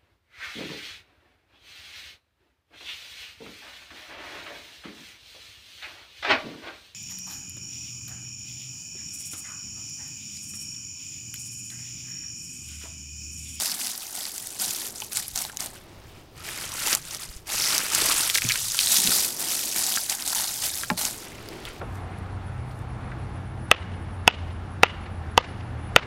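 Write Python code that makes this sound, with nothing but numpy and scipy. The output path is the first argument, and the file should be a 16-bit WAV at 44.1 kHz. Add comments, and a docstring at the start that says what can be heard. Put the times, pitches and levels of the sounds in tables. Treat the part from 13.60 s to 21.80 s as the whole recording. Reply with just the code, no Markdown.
"""A hand crunches a fistful of dry leaves over a plastic bucket outdoors, as filtered bursts of tiny fractures.
Clumps land in it, more leaves are raked from the ground in swelling, duller sweeps and crunched in their turn,
and it ends on a soft, low rustle of sleeve or handling. Ribs snap as short ringing ticks and surfaces rasp in
uneven slips; random echoes place grains in the bucket. Knocks, woody cracks and soft bumps ring a bank of modes.
Throughout, filtered noise makes outdoor rumble, a hollow murmur in the bucket and puffs of wind on the microphone."""
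import sys
import numpy as np
from scipy import signal
from scipy.fft import rfft, irfft
from scipy.io import wavfile
from scipy.ndimage import uniform_filter1d

SR = 44100
rng = np.random.default_rng(int(sys.argv[2]) if len(sys.argv) > 2 else 0)


def to_wav(s):
    """Save 16-bit WAV."""
    ch = np.atleast_2d(s).T  # columns
    pcm = np.round(np.clip(ch, -1, 1) * 32767)  # PCM
    wavfile.write(sys.argv[1], SR, pcm.astype(np.int16))


N = 361566
TIME = np.arange(N) / SR

# sweeps through ground leaves, and faint rustles of clothing or handling at the end: start_s [s], length_s [s],
# crackle level_db at the end [dB], dull_db of the rustle against the crackle before its trim [dB],
# swell_db from start to end [dB]
SWEEPS_AND_RUSTLES = [(2.187, 0.42, -61, 8, 6), (2.745, 0.13, -46, 4.5, 6.5), (2.82, .23, -35.5, 0, 5.5),
                      (3.04, 0.29, -24, -2, 18.5), (3.393, .16, -34, -6, 13), (3.573, 0.061, -35.5, -4, 8),
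                      (3.653, 0.12, -46.5, -6, -0.5), (3.852, 0.078, -30, -1.5, 11.5),
                      (3.906, 0.25, -24.5, -4.5, 6), (4.138, 0.2, -31.5, -2, -1.5),
                      (4.307, 0.22, -22.5, -4, 2.5), (4.534, .17, -27, -7, -4.5),
                      (4.723, 0.054, -25, -14, -5), (4.8, 0.17, -28.5, -8.5, 1), (4.96, 0.224, -28, -17, 2),
                      (7.613, 0.6, -58, 8, -5.5), (8.044, 0.044, -51, 12.5, -5)]
CATCH_S = 0.032  # time each of them takes to fade in


def from_db(db):
    """Turns decibels into an amplitude factor."""
    return 10 ** (np.asarray(db) / 20)


def unit(x):
    """Scales to rms 1."""
    return x / np.sqrt(np.mean(x ** 2) + 1e-20)


def level(rows, column):
    """Gain over time, drawn between the points of one dB column."""
    rows = np.asarray(rows)
    return from_db(np.interp(TIME, rows[:, 0], rows[:, column]))


def add(mix, start_s, sound):
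    """Mixes a sound in from its start time, trimming whatever falls outside."""
    start = round(start_s * SR)
    sound = sound[max(-start, 0):]
    part = mix[max(start, 0):][:len(sound)]
    part += sound[:len(part)]


def colour(x, points, peaks=(), size=4096):
    """Minimum-phase filter with a given spectrum and resonances, so that clicks keep sharp fronts."""
    hz = abs(np.fft.fftfreq(size, 1 / SR))
    point_hz, point_db = np.transpose(points)
    db = np.interp(np.log(hz + 1), np.log(point_hz), point_db)
    for peak_hz, width_hz, lift_db in peaks:
        db = db + lift_db / (1 + (2 * (hz - peak_hz) / width_hz) ** 2)
    # the Hilbert transform of the log spectrum supplies the phase
    log_spectrum = np.conj(signal.hilbert(np.log(from_db(db))))
    impulse = np.fft.ifft(np.exp(log_spectrum)).real
    return signal.oaconvolve(x, impulse)[:len(x)]


def wander(rate_hz):
    """Smooth chance of rms 1: noise that falls away above the given rate."""
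    hz = np.fft.rfftfreq(N, 1 / SR)
    spectrum = rfft(rng.standard_normal(N)) / np.sqrt(1 + (hz / rate_hz) ** 4)
    return unit(irfft(spectrum, N))


def steadied(x, span_s):
    """Divides out the running rms, so that a sound's strength is set from outside."""
    power = abs(uniform_filter1d(x ** 2, int(span_s * SR) + 1))
    return x / np.sqrt(power + 1e-9)


def strength(dull=False):
    """Strength over time of the crisp crackle, or of the dull rustle: all the gestures add in power."""
    # the fist crunches leaves over the bucket, and clumps of leaves land in it: start_s [s], hold_s [s],
    # crackle level_db at full onset [dB], dull_db of the rustle against the crackle before its trim [dB]
    crunches = [(-.02, .07, -27, -10), (0.088, 0.05, -32.5, -9), (0.178, 0.12, -31, -11),
                (0.336, 0.39, -37, -10), (0.531, 0.12, -34.5, -9.5), (0.725, 0.34, -37.5, -12),
                (0.986, 0.04, -26.5, -9.5), (1.065, 0.19, -32, -13.5), (1.336, 0.1, -39, -12.5),
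                (1.503, 0.016, -35.5, -8.5), (1.543, 0.016, -28, -11), (1.61, 0.12, -42, -13),
                (1.743, 0.06, -30.5, -7.5), (1.86, 0.14, -49.5, -1), (1.984, 0.036, -34.5, -2.5),
                (2.127, 0.014, -47, 0), (5.187, 0.11, -23.5, -17), (5.293, 0.077, -20.5, -15),
                (5.408, 0.14, -23, -14.5), (5.498, 0.14, -23, -16), (5.686, .1, -35, -22),
                (5.778, 0.14, -29, -10), (5.879, 0.54, -27.5, -18), (6.147, 0.21, -26, -11),
                (6.409, 0.082, -35.5, -19), (6.48, 0.024, -26.5, -8), (6.577, 0.042, -36, -4),
                (6.646, 0.064, -28, -11.5), (6.742, 0.079, -26.5, -8), (6.85, 0.24, -31, -12.5),
                (7.014, 0.028, -26, -11.5), (7.126, 0.079, -31.5, -11), (7.266, 0.027, -40.5, -17),
                (7.365, 0.086, -27.5, -7), (7.494, 0.14, -42, -6)]
    # each starts quickly, eases off, then lets go
    grip_s, ease_db_per_s, let_go_db_per_s = 0.017, 10.5, 189
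    settle_db_per_s = 297  # how fast a sweep or rustle dies after its end
    t = TIME[::64]
    power = np.full(len(t), 1e-9)
    for start_s, hold_s, db, dull_db in crunches:
        held_s = t - start_s - grip_s
        ease_db = ease_db_per_s * np.clip(held_s, 0, hold_s)
        release_db = let_go_db_per_s * np.maximum(held_s - hold_s, 0)
        attack = np.clip((t - start_s) / grip_s, 0, 1)
        power += (attack * from_db(db + dull * dull_db - ease_db - release_db)) ** 2
    for start_s, length_s, db, dull_db, swell_db in SWEEPS_AND_RUSTLES:
        passed_s = t - start_s
        # a positive swell rises to the end level, a negative one falls to it
        below_end_db = swell_db * np.clip(1 - passed_s / length_s, 0, 1)
        release_db = settle_db_per_s * np.maximum(passed_s - length_s, 0)
        attack = np.clip(passed_s / CATCH_S, 0, 1)
        power += (attack * from_db(db + dull * dull_db - below_end_db - release_db)) ** 2
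    return np.interp(TIME, t, np.sqrt(power))


def outside_bucket():
    """Share of the drier colour outside the bucket, 0-1: it rises around each ground sweep or closing rustle."""
    outside = np.zeros(N)
    for start_s, length_s, *_ in SWEEPS_AND_RUSTLES:
        outside[(TIME > start_s - CATCH_S) & (TIME < start_s + length_s + CATCH_S)] = 1
    return uniform_filter1d(outside, size=2048)


def walls(sound, wet_db=-8, t60=.045):
    """Quick echoes between the bucket's walls, as decaying random taps drawn afresh for each call."""
    t = np.arange(1536) / SR
    signs = rng.choice([-1, 1], len(t))
    present = (rng.random(len(t)) < .2) * (t > .0008)
    echoes = signs * present * from_db(-60 * t / t60)
    return signal.fftconvolve(sound, (t == 0) + from_db(wet_db) * echoes / np.linalg.norm(echoes))


def fractures(per_s, spread_db, clump_db, low_hz, high_hz, cycles, shift_db, count=40):
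    """Clumps of tiny breaks; each rings one scrap of leaf briefly, and the scraps take turns."""
    size = from_db(spread_db * np.minimum(rng.exponential(1, N), 3.2))
    breaking = rng.random(N) < per_s / SR
    clicks = size * rng.choice([-1, 1], N) * breaking * from_db(clump_db * wander(100))
    scrap = rng.integers(0, count, N)
    t, out = np.arange(256) / SR, np.zeros(N)
    turns = np.arange(0, TIME[-1], .02)
    for k, hz in enumerate(np.linspace(low_hz, high_hz, count)):
        ring = walls(np.exp(-t * hz / cycles) * np.cos(2 * np.pi * hz * t))
        strain_db = shift_db * np.interp(TIME, turns, rng.standard_normal(len(turns)))
        out += signal.oaconvolve(clicks * (scrap == k) * from_db(strain_db), unit(ring))[:N]
    return unit(out)


def crackle(shade_hz=11500):
    """Brittle blades break over a fine hiss of rubbing; outside the bucket they sound duller."""
    # crisp spectrum: pitch_hz [Hz], relative level_db [dB per Hz]
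    crisp = [(200, -22.5), (700, -13), (1800, -12), (2700, -8), (3600, -5), (4900, -1), (6500, -1),
             (8500, -1), (11000, -2.5), (14000, -6), (16000, -11.5)]
    # more strength breaks more at once, so loud crunches are dense and quiet ones patter
    per_s = 5200 * np.sqrt(strength() / from_db(-30))
    breaks = fractures(per_s, spread_db=4.5, clump_db=2.5, low_hz=1500, high_hz=15500, cycles=2.2, shift_db=2.5)
    rubbing = from_db(-10) * rng.standard_normal(N)
    near = unit(colour(steadied(breaks, 0.204) + rubbing, crisp))
    shaded = signal.filtfilt(*signal.butter(1, shade_hz, fs=SR), near)
    sound = near + .5 * outside_bucket() * (shaded - near)
    return strength() * steadied(sound, 0.033)


def rustle():
    """Soft brushes and ticks: hollow in the bucket, broader and drier outside it."""
    # spectra in and outside the bucket: pitch_hz [Hz], relative level_db [dB per Hz]
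    dull_spectrum = [(60, -50), (200, 14), (500, -4.5), (700, 12), (1100, 3.5), (1400, 0.5), (2100, 0.5),
                     (2800, -4.5), (4200, 4.5), (9000, -45)]
    dry_spectrum = [(60, -21), (200, 2), (450, -2.5), (700, -4.5), (1000, -2.5), (1300, 1), (1700, -2.5),
                    (2050, -0.5), (2800, -1), (4200, -5), (9000, -18)]
    # air resonances in the bucket: pitch_hz [Hz], width_hz [Hz], lift_db [dB]
    cavity = [(664, 58, -6), (890, 600, -2.5), (1250, 120, 1), (1494, 77, 5.5), (2080, 200, 1.5)]
    brushes = fractures(per_s=1500, spread_db=3.5, clump_db=0.5, low_hz=406, high_hz=4650, cycles=0.5, shift_db=-2.0)
    ticks = fractures(per_s=500, spread_db=4.5, clump_db=2, low_hz=600, high_hz=3200, cycles=6, shift_db=2)
    grains = brushes + .6 * ticks
    inside = unit(colour(grains, dull_spectrum, cavity))
    outside = unit(colour(grains, dry_spectrum))
    share = outside_bucket()
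    sound = (1 - share) * inside + share * outside
    return strength(dull=True) * from_db(-2.5) * steadied(sound, 0.077)


def ribs():
    """Chance snaps that follow the crackle's strength: start_s, level_db before the snap trim, pitch_hz."""
    per_s, over_crackle_db, spread_db = 16, 5, 0.5
    middle_hz, spread_octaves = 7500, 0.594
    at = np.flatnonzero(rng.random(N) < per_s / SR)
    size, pitch = rng.standard_normal((2, N))[:, at]
    db = 20 * np.log10(strength()[at]) + over_crackle_db + spread_db * np.minimum(size, 2)
    hz = np.minimum(middle_hz * 2 ** (spread_octaves * pitch), SR / 4)
    return list(zip(TIME[at], db, hz))


def snaps(splinter_db=-6, splinter_cycles=6, tear_db=-6):
    """A rib tears with a sharp tick, rings for about two cycles and sheds splinters, longer at low pitch."""
    # the placed stems and ribs: start_s [s], level_db as energy over 1 ms before trim and echoes [dB], pitch_hz [Hz]
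    large_snaps = [(0.214, -25.5, 2800), (0.2706, -19, 5800), (0.6543, -22, 4700), (0.7807, -21, 7500),
                   (0.8717, -22.5, 9000), (1.1092, -18.5, 6800), (1.1485, -23, 5350), (1.403, -24, 6400),
                   (1.4206, -24, 3040), (1.5214, -33, 6100), (1.5323, -21, 10300), (1.5715, -12.5, 7650),
                   (1.682, -21.5, 11000), (1.7594, -18.5, 6000), (1.7763, -17, 6300), (1.8215, -21, 11000),
                   (1.8509, -24, 3970), (1.9713, -19.5, 6500), (2.006, -19.5, 6000), (2.0608, -23, 8400),
                   (2.8892, -25, 1780), (3.2724, -15, 7100), (3.3297, -11, 5900), (3.3506, -8, 7500),
                   (4.1806, -9.5, 5940), (4.3495, -10.5, 7800), (4.515, -16, 3760), (4.6995, -12, 3300),
                   (4.7508, -11.5, 5800), (4.755, -20, 3670), (4.7748, -16, 3700), (4.7832, -14, 2180),
                   (4.8205, -15.5, 2370), (4.85, -21, 2300), (4.8896, -12.5, 5800), (4.898, -14, 3000),
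                   (4.9084, -26, 2800), (4.914, -18, 2400), (4.9208, -13, 4400), (4.9577, -20.5, 2800),
                   (5.1462, -18, 6900), (5.19, -9.5, 4440), (5.211, -15, 4700), (5.272, -12.5, 3950),
                   (5.3312, -17, 6600), (5.3661, -11, 4770), (5.37, -9.5, 6040), (5.4026, -12.5, 8000),
                   (5.4736, -10.5, 3930), (6.363, -14.5, 6500), (6.4972, -18.5, 4300),
                   (6.6234, -20.5, 5200), (6.677, -16, 7800), (6.7494, -17, 7000), (7.037, -26, 7100),
                   (7.381, -27, 6000), (7.4525, -13.5, 6550), (7.8877, -30, 4870), (8.053, -27, 3320)]
    out, t, millisecond = np.zeros(N), np.arange(512) / SR, SR // 1000
    thin = signal.butter(2, [1300, 14500], "band", fs=SR)
    tear = unit(np.diff(1. * (t == 0), prepend=0))
    for start_s, db, hz in large_snaps + ribs():
        ring = np.exp(-t * hz / 2) * np.cos(2 * np.pi * hz * t)
        band = signal.butter(1, [hz / 2, min(hz * 2, SR / 3)], "band", fs=SR)
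        spray = signal.lfilter(*band, np.exp(-t * hz / splinter_cycles) * rng.standard_normal(len(t)))
        snap = unit(ring) + from_db(splinter_db) * unit(spray) + from_db(tear_db) * tear
        snap = signal.lfilter(*thin, snap)  # a leaf is too small to radiate bass
        snap *= from_db(db - 1) * np.sqrt(millisecond / np.sum(snap ** 2))  # 1 dB trim
        add(out, start_s, walls(snap, wet_db=-11, t60=.03))
    return out


def scrapes(slips_per_s=900, cycles=0.95):
    """Surfaces drag: uneven slips ring one resonance, high for stiff leaf, low for a rubbing hand or sleeve."""
    # drags: start_s [s], level_db at the middle [dB rms], pitch_hz [Hz], length_s [s]
    drags = [(0.058, -30, 5000, 0.033), (0.085, -29, 4930, 0.053), (0.059, -51, 229, 0.15),
             (0.156, -51, 225, 0.21), (2.846, -46, 2320, 0.066), (3.897, -28, 5300, 0.29),
             (4.115, -32, 1340, .03), (4.47, -31.5, 1250, 0.068), (4.886, -26, 2200, 0.048),
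             (5.187, -19.5, 2970, 0.0093), (5.208, -31, 3830, 0.29), (5.43, -39, 190, .1),
             (7.777, -44.5, 370, 0.35)]
    out, t = np.zeros(N), np.arange(20000) / SR
    for start_s, db, hz, length_s in drags:
        slips = rng.standard_normal(len(t)) * (rng.random(len(t)) < slips_per_s / SR)
        ring = t * np.exp(-t * hz / cycles) * np.sin(2 * np.pi * hz * t)
        rasp = steadied(unit(signal.fftconvolve(slips, ring)[:len(t)]), 0.033)
        swell = np.sin(np.pi * np.minimum(t / length_s, 1)) ** 2
        add(out, start_s, from_db(db) * rasp * swell)
    return out


def blows(rows, octaves, damping, scuff_db, scuff_s):
    """Each event rings the modes of the bank near its own pitch, with a brief burst of noise."""
    # bank of modes: pitch_hz [Hz], level_db [dB], t60_s before the damping factor [s]
    mode_bank = [(118, -8, .16), (180, 0, .11), (240, -1, .07), (345, -8, .07), (608, -3, .07),
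                 (860, 1, .055), (1028, -4, .05), (1110, -8, .05), (1381, -1, .05), (1609, 1, .04),
                 (1830, -2, .025), (2060, -2, .02), (2275, -2, .022), (2850, -8, .018)]
    out, t = np.zeros(N), np.arange(8192) / SR
    hz, mode_db, t60 = np.transpose(mode_bank)[:, :, None]
    for start_s, db, pitch_hz in rows:
        weight = 1 / (1 + (np.log2(hz / pitch_hz) / octaves) ** 4)
        decay = from_db(mode_db - 60 * damping * t / t60)
        modes = weight * decay * np.sin(2 * np.pi * hz * t) * rng.choice([-1, 1], hz.shape)
        ring = modes.sum(0)
        band = signal.butter(2, [pitch_hz / 2, pitch_hz * 2], "band", fs=SR, output="sos")
        scuff = unit(signal.sosfilt(band, rng.standard_normal(len(t)))) * np.exp(-t / scuff_s)
        add(out, start_s, from_db(db) * (ring / abs(ring).max() + from_db(scuff_db) * scuff))
    return out


def knocks_and_cracks():
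    """Hard, short events excite a group of mostly high modes with a sharp scuff."""
    # knocks on the bucket wall, and woody cracks of twigs and leaf ribs while the hand rakes:
    # start_s [s], level_db of the ring's peak [dB], pitch_hz at the centre of the ringing modes [Hz]
    hard_events = [(1.421, -33, 900), (1.849, -31, 800), (1.897, -29, 1640), (1.932, -40, 930),
                   (4.133, -41, 1300), (4.204, -23, 1900), (4.672, -44, 950), (4.755, -12, 2260),
                   (4.783, -23, 1890), (4.820, -31, 2080), (4.898, -25, 2220), (4.913, -41, 2020),
                   (4.956, -21.5, 2040), (5.146, -27, 1310), (6.352, -31, 1440), (6.373, -19, 1610),
                   (6.730, -24.5, 1210), (7.234, -19.5, 1670), (7.3012, -11, 2000), (7.3022, -17, 1000),
                   (7.313, -31, 3000)]
    return blows(hard_events, octaves=0.43, damping=1.16, scuff_db=-3, scuff_s=0.0011)


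def hand_bumps():
    """The soft hand bumps the bucket, exciting mostly low modes with a faint, longer scuff."""
    # bumps: start_s [s], level_db of the ring's peak [dB], pitch_hz at the centre of the ringing modes [Hz]
    bumps = [(1.083, -39, 120), (4.843, -27, 297), (4.848, -24, 98), (5.384, -33, 231), (5.447, -28, 230),
             (5.488, -24, 190), (7.303, -26, 337), (7.3135, -20.5, 188), (7.3145, -22, 664)]
    return blows(bumps, octaves=0.54, damping=0.88, scuff_db=-19, scuff_s=0.025)


def air():
    """Outdoor rumble, its hollow murmur in the bucket, and a few puffs of wind, all shaped noise."""
    # levels before flutter: time_s [s], rumble_db [dB rms], murmur_db [dB rms]
    air_levels = [(0, -62, -61.5), (.9, -62, -53.5), (1.3, -59, -47.5), (1.7, -53, -59), (2.1, -53, -51),
                  (2.6, -50, -51.5), (3.1, -48, -56), (3.8, -52.5, -55.5), (4.5, -49.5, -53),
                  (5.1, -47.5, -61), (5.5, -60, -42), (6.1, -62, -46.5), (6.7, -54, -57),
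                  (7.55, -49.5, -48), (7.95, -45.5, -42.5), (8.2, -48, -45)]
    # wind on the microphone: centre_s [s], level_db at the centre [dB rms], length_s [s]
    puffs = [(1.733, -44, .04), (3.258, -49, 0.1), (3.7, -37, 0.024), (3.762, -37, 0.02), (8.08, -47, 0.11)]
    # spectra: pitch_hz [Hz], relative level_db [dB per Hz]
    rumble_spectrum = [(15, -7.5), (40, -7), (80, -4.5), (115, -3), (160, -8), (250, -20.5), (600, -31.5),
                       (3000, -38.5)]
    hollow_spectrum = [(30, -7), (90, 0.5), (160, -2), (225, 3), (285, 3), (355, 6.5), (450, 1),
                       (600, -0.5), (900, -3), (1400, -9.5), (5000, -13.5), (16000, -44)]
    puff_spectrum = [(15, 8), (45, 13), (80, -8), (140, -11), (500, -48), (2000, -80)]
    rumble = unit(colour(rng.standard_normal(N), rumble_spectrum))
    rumble *= level(air_levels, 1) * from_db(1.8 * wander(6.8))
    murmur = unit(colour(rng.standard_normal(N), hollow_spectrum))
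    murmur *= level(air_levels, 2) * from_db(0.54 * wander(6.0))
    gusts = sum(from_db(db) * np.exp(-(2 * (TIME - centre_s) / length_s) ** 2) for centre_s, db, length_s in puffs)
    return rumble + murmur + gusts * unit(colour(rng.standard_normal(N), puff_spectrum))


def scene():
    """Leaves and rustles, knocks, cracks and bumps, and the air, summed at one microphone."""
    no_bass = signal.butter(2, 90, "high", fs=SR)
    grains = signal.lfilter(*no_bass, crackle() + rustle())
    leaves = grains + snaps() + scrapes()
    return (leaves + knocks_and_cracks() + hand_bumps() + air())[None]


def record(dry):
    """Clips at full scale, then cuts the treble with a steep low-pass."""
    edge = signal.firwin(601, 15950, window=("kaiser", 9), fs=SR)  # cutoff in Hz
    return signal.oaconvolve(np.clip(dry, -1, 1), edge[None], "same")


dry = scene()
out = record(dry)
to_wav(out)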